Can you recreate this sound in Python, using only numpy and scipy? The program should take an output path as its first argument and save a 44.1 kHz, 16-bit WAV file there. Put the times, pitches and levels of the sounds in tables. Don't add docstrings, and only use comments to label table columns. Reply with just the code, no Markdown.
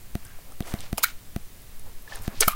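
import sys
import numpy as np
from scipy import signal
from scipy.fft import rfft, irfft
from scipy.io import wavfile
from scipy.ndimage import uniform_filter1d

SR = 44100
rng = np.random.default_rng(int(sys.argv[2]) if len(sys.argv) > 2 else 0)


def file_out(sig):
    cols = np.atleast_2d(sig).T
    lim = np.clip(cols, -1, 1)
    pcm = np.round(lim * 32767).astype(np.int16)
    wavfile.write(sys.argv[1], SR, pcm)


def level_to_linear(level):
    exponent = np.asarray(level, float) / 20
    return 10 ** exponent


N = 112454


def evened(x):
    return x / np.sqrt(np.mean(x ** 2) + 1e-20)


def coloured_noise(points):
    hz, db = np.transpose(points)
    f = np.fft.rfftfreq(N, 1 / SR)
    gain = level_to_linear(np.interp(np.log(f + 1), np.log(hz + 1), db))
    return evened(irfft(rfft(rng.standard_normal(N)) * gain, N))


def add(mix, start_s, sound):
    part = mix[round(start_s * SR):][:len(sound)]
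    part += sound[:len(part)]


def resonate(x, hz, width_hz):
    turn = np.exp(2j * np.pi * hz * np.arange(len(x)) / SR)
    r = np.exp(-np.pi * width_hz / SR)
    return 2 * (turn * signal.lfilter([1 - r], [1, -r], x / turn)).real


def resonate_twice(x, hz, width_hz):
    return resonate(resonate(x, hz, width_hz), hz, width_hz)


def dying_sines(modes, t, sign=1):
    t = np.maximum(t, 0)
    out = np.zeros(len(t))
    for k, (hz, db, t60_s) in enumerate(modes):
        out += sign ** k * level_to_linear(db - 60 * t / t60_s) * np.sin(2 * np.pi * hz * t)
    return out


def ringing_bodies(table, rough, rise_s):
    wobble_hz = 260
    t, out = np.arange(8192) / SR, np.zeros(N)
    for (start_s, db, hz, ring_ms), noise in zip(table, rng.standard_normal((len(table), 8192))):
        wobble = evened(resonate_twice(noise, hz, wobble_hz))
        tone = np.sin(2 * np.pi * hz * t) + rough * wobble
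        decay = level_to_linear(db - 60 * t / (ring_ms / 1000))
        add(out, start_s, (1 - np.exp(-t / rise_s)) * decay * tone)
    return out


# (frequency [Hz], density [dB per Hz])
HISS_SPECTRUM = [(88, -54), (150, 7.5), (1480, -5.5), (1830, -4), (2180, -5.5), (5910, -11.5),
                 (13400, -7.5), (16000, -4)]


def microphone_hiss():
    return level_to_linear(-52.5) * coloured_noise(HISS_SPECTRUM)


# (time [s], signed pressure [full scale], width [s])
BED_SWAYS = [(.37, -0.026, .02), (.55, -0.026, 0.034), (.65, 0.023, 0.021), (0.829, 0.029, 0.046),
             (1.16, -0.025, 0.017), (1.782, -0.015, 0.026), (1.85, 0.033, 0.029), (1.97, -0.032, 0.025),
             (2.152, -.035, 0.012), (2.221, 0.049, 0.015), (2.397, 0.049, 0.021), (2.44, -0.072, 0.032),
             (2.545, 0.044, 0.015)]
# (frequency [Hz], level [dB])
RUMBLE_SPECTRUM = [(4, -5.5), (8, -2), (16, -9), (35, -21.5), (70, -24.5), (110, -27.5), (200, -38.5),
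                   (400, -50)]


def bedding():
    t = np.arange(N) / SR
    bumps = np.zeros(N)
    for peak_s, pressure, width_s in BED_SWAYS:
        bumps += pressure * np.exp(-((t - peak_s) / width_s) ** 2)
    return bumps + level_to_linear(-40) * coloured_noise(RUMBLE_SPECTRUM)


# (time [s], level [dB], pitch [Hz], ring [ms])
TUB_THUDS = [
    (.25, -34.5, 93, 105),
    (.51, -45.5, 250, 60),
    (.79, -30.5, 111, 100),
    (.83, -39, 68.5, 130),
    (1.85, -39.5, 89, 180),
    (2.19, -31, 93.5, 180),
    (2.372, -29.5, 111, 120),
    (2.33, -34, 243, 73),
]


def tub_thuds():
    return ringing_bodies(TUB_THUDS, rough=0.28, rise_s=0.0076)


# (time [s], level [dB])
JOINT_SLIPS = [
    (0.1529, 0),
    (0.6053, -.5),
    (.739, 1),
    (0.9287, 1),
    (1.3621, -.5),
    (2.2783, 1),
    (2.4759, -1),
]
# (frequency [Hz], level [dB], t60 [s])
JOINT_TICK_MODES = [(9170, -32, 0.0082), (6020, -35, 0.0079), (4800, -24, 0.0015), (3340, -19.5, 0.001),
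                    (2620, -33.5, 0.0071), (1500, -28, 0.0038), (12000, -34, 0.0059), (14500, -34, 0.0027)]
# (frequency [Hz], level [dB], t60 [s])
RECORDER_CASE_MODES = [(203.4, -29, 0.068), (678, -37.5, 0.06), (2020, -35, 0.014), (315, -27.5, 0.026)]


def joint_knocks():
    lead_s = 0.15
    push_delay_s, push_rise_s, push_hold_s, push_fall_s = 0.001418, 0.001, 0.0014, 0.00061
    load_s, settle_s = 0.037, 0.028
    t = np.arange(-lead_s, 0.2, 1 / SR)
    since_push = t - push_delay_s
    rise = np.sin(np.pi / 2 * np.clip(since_push / push_rise_s, 0, 1)) ** 2
    since_hold = np.maximum(since_push - push_rise_s - push_hold_s, 0)
    push = level_to_linear(-19) * rise * np.exp(-since_hold / push_fall_s)
    load = -level_to_linear(-33.5) * (1 - rise) * np.exp(np.minimum(since_push, 0) / load_s)
    settle = level_to_linear(-38) * rise * np.exp(-np.maximum(since_push, 0) / settle_s)
    tick = dying_sines(JOINT_TICK_MODES, t, sign=-1.052)
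    case = dying_sines(RECORDER_CASE_MODES, since_push)
    knock = tick + case + push + load + settle
    out = np.zeros(N)
    for slip_s, db in JOINT_SLIPS:
        add(out, slip_s - lead_s, level_to_linear(db) * knock)
    return out


# (frequency [Hz], width [Hz], level [dB])
TUB_RESONANCES = [(1600, 960, -1.5), (2180, 670, -5), (3900, 610, 0), (11500, 4000, -12)]


def room(x):
    t60_s = 0.19
    taps = np.zeros(SR // 2)
    at = np.arange(100, len(taps) - 20, 20)
    taps[at + rng.integers(0, 20, len(at))] = rng.choice([-1., 1.], len(at))
    tail = level_to_linear(3) * taps
    for hz, width_hz, db in TUB_RESONANCES:
        tail += 2 * level_to_linear(db) * resonate(taps, hz, width_hz)
    tail = tail * level_to_linear(-60 * np.arange(len(taps)) / SR / t60_s)
    return level_to_linear(-16) * signal.fftconvolve(x, tail / np.linalg.norm(tail))[:N]


def wet_grains():
    grains_per_s, spread_db, ooze, clump_db = 2600, 4, 0.9, 1.7
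    size = level_to_linear(spread_db * np.minimum(rng.exponential(1, N), 4))
    clicks = size * (rng.random(N) < grains_per_s / SR) * rng.choice([-1., 1.], N)
    clumps = evened(uniform_filter1d(rng.standard_normal(N), size=200))
    return (evened(clicks) + ooze * rng.standard_normal(N)) * level_to_linear(clump_db * clumps)


# (peak time [s], level [dB], rise [s], fall [s], centre [Hz])
SLIME_SQUEEZES = [(.3, -58, 0.12, 0.14, 1400), (0.678, -47.5, 0.03, 0.071, 470),
                  (.69, -45, 0.049, 0.079, 1370), (0.683, -46, 0.026, 0.064, 5700),
                  (0.83, -48.5, 0.05, 0.055, 3300), (0.762, -51.5, 0.047, 0.14, 560),
                  (2.28, -51, .1, .12, 1100), (.995, -46, .01, .025, 2000), (1.039, -25, 0.006, .009, 4600),
                  (1.031, -33, .005, .003, 4800), (.985, -36, .004, .012, 9000), (.7, -51, .04, .12, 12500),
                  (2.235, -49, .02, .03, 12500), (.85, -53, .04, .04, 1400), (2.33, -49, .03, .03, 500),
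                  (.5, -56, .05, .05, 520), (.99, -50, .02, .03, 380), (2.505, -38, .015, .025, 13000),
                  (1.042, -19.5, 0.0086, .004, 18000), (1.075, -47, 0.02, 0.04, 4500),
                  (1.065, -45, 0.012, 0.05, 2000), (1.87, -54, 0.027, 0.045, 570),
                  (2.14, -46, 0.045, 0.05, 3300), (2.133, -46.5, 0.052, 0.079, 650),
                  (2.26, -50, .03, .03, 4500), (2.39, -48.5, 0.056, .03, 3200),
                  (2.407, -24, .004, .013, 6500), (2.426, -25, 0.011, 0.013, 2900),
                  (2.425, -32, 0.012, 0.014, 900), (2.481, -21, .004, .005, 14500),
                  (2.5, -42, 0.02, 0.04, 2000), (2.45, -40, .03, .04, 7500)]


def crackle():
    width = 1.794
    grains = wet_grains()
    t, out = np.arange(N) / SR, np.zeros(N)
    for k, (peak_s, db, rise_s, fall_s, hz) in enumerate(SLIME_SQUEEZES):
        edges = [hz / width, min(hz * width, SR * 0.45)]
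        band = signal.butter(2, edges, "band", fs=SR, output="sos")
        swell = np.exp(-((t - peak_s) / np.where(t < peak_s, rise_s, fall_s)) ** 2)
        own_grains = np.roll(grains, 4000 * k)
        out += level_to_linear(db) * swell * evened(signal.sosfilt(band, own_grains))
    return out


# (time [s], level [dB], pitch [Hz], ring [ms])
AIR_POCKETS = [(.305, -47, 1613, 90), (.388, -35, 695, 15), (.256, -50.5, 1600, 220),
               (.5215, -38, 1250, 13), (.49, -42, 700, 25), (.525, -41, 630, 16), (.6243, -27.5, 423, 13),
               (.9797, -20, 1210, 22), (.9835, -21, 640, 16), (1.0355, -11, 1230, 22),
               (1.0405, -4, 1440, 15), (1.0425, -13, 2240, 20), (1.052, -26, 1890, 37),
               (2.076, -36, 1734, 35), (2.4805, -8, 3050, 13), (2.1221, -30, 1752, 41),
               (2.128, -36, 630, 20), (2.1551, -30, 1700, 12), (2.169, -33, 1500, 13),
               (2.327, -42, 1250, 14), (2.411, -16, 435, 50), (2.4235, -18, 2750, 12),
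               (2.4238, -13, 1420, 13), (2.425, -9, 2250, 15), (2.4315, -14.5, 1340, 14),
               (2.431, -17, 620, 16), (2.4808, -7.5, 1255, 34), (2.4805, -11, 680, 18),
               (2.506, -29, 1170, 45), (2.5306, -23, 1213, 45), (.9797, -26, 2470, 14),
               (.9805, -22, 3150, 14), (.9797, -22, 4950, 14), (.9797, -19, 880, 22),
               (.9905, -35, 2150, 22), (.984, -26, 2800, 10), (1.018, -39, 1000, 20),
               (1.0352, -13, 4120, 18), (1.0355, -14, 2250, 16), (1.041, -21, 4650, 14),
               (1.041, -15, 3850, 14), (2.4315, -11, 1790, 14), (2.4315, -14, 2820, 10),
               (2.445, -24, 2200, 16), (2.454, -28, 1400, 14), (2.4808, -14, 2250, 14),
               (2.4945, -25, 2400, 18), (2.509, -26, 2350, 14), (2.523, -28, 1250, 18),
               (2.406, -18, 4500, 12)]


def pops():
    return ringing_bodies(AIR_POCKETS, rough=0.35, rise_s=0.0009)


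# (time [s], level [dB], centre [Hz], decay [ms])
FILM_SNAPS = [(.806, -28, 4000, 1.5), (.2505, -28, 8750, 2.1), (.266, -35.5, 6000, 1.2),
              (.5215, -35, 9050, 0.92), (.6242, -25, 3500, 0.45), (.8057, -24, 8500, 1.2),
              (.975, -27, 12000, 2.8), (.9801, -12, 11000, 1.8), (.9835, -22, 5800, 2),
              (.9906, -31, 7000, 1.1), (1.0302, -23, 13000, .9), (1.0322, -3, 13300, .5),
              (1.0357, -2, 13400, .6), (1.0372, -13, 6200, 1.3), (1.0408, 0, 14000, 1.1),
              (1.619, -37, 11000, 1.4), (1.7953, -30, 11200, 1.3), (2.0223, -56, 11000, .9),
              (2.1575, -20, 9800, .9), (2.4025, -24, 9000, 4), (2.4067, 0, 10200, 1.05),
              (2.408, -3, 7600, 2.4), (2.413, -15, 14000, 2.5), (2.416, -16, 6000, 2.8),
              (2.4316, -9, 3600, 1), (2.4803, -7, 12700, 3.7), (2.4808, -14, 4300, 2.5),
              (2.4838, -9, 12000, 1.8), (.975, -27, 2800, 3), (.981, -18, 8800, 2.5),
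              (.9845, -24, 13500, 1.5), (1.037, -3, 14500, 1.2), (1.0432, -13, 12500, 1.5),
              (2.4067, -6, 13200, 1), (2.4067, -9, 5800, 1.2), (2.4095, -7, 7000, 1.6),
              (2.424, -22, 14500, 1.5), (2.4315, -24, 10500, 1), (2.4793, -10, 14000, 1),
              (2.489, -22, 12500, 3), (.788, -34, 4000, 3), (2.096, -36, 3000, 2), (2.22, -33, 12000, 3),
              (2.15, -35, 14000, 4), (.675, -36, 9500, 2), (.7, -36, 7000, 2), (2.024, -36, 13500, 1.5)]


def snaps():
    t, out = np.arange(1024) / SR, np.zeros(N)
    for (start_s, db, hz, decay_ms), noise in zip(FILM_SNAPS, rng.standard_normal((len(FILM_SNAPS), 1024))):
        burst = evened(resonate_twice(noise, hz, 0.4 * hz)) + level_to_linear(-21) * noise
        add(out, start_s, level_to_linear(db - 6) * np.exp(-t / (decay_ms / 1000)) * burst)
    thin = signal.butter(2, 1100, "high", fs=SR, output="sos")
    return signal.sosfilt(thin, out)


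def scene():
    slime = snaps() + pops() + crackle()
    handling = joint_knocks() + bedding() + tub_thuds()
    return (slime + room(slime) + handling + microphone_hiss())[None]


def low_pass(x):
    return signal.sosfilt(signal.butter(12, 17000, fs=SR, output="sos"), x)


def record(dry):
    ceiling = 0.85
    limited = ceiling * np.tanh(dry / ceiling)
    edge = signal.firwin(255, 15950, window=("kaiser", 8), fs=SR)
    mix = signal.oaconvolve(limited, edge[None], "same")
    return low_pass(mix)


dry = scene()
out = record(dry)
file_out(out)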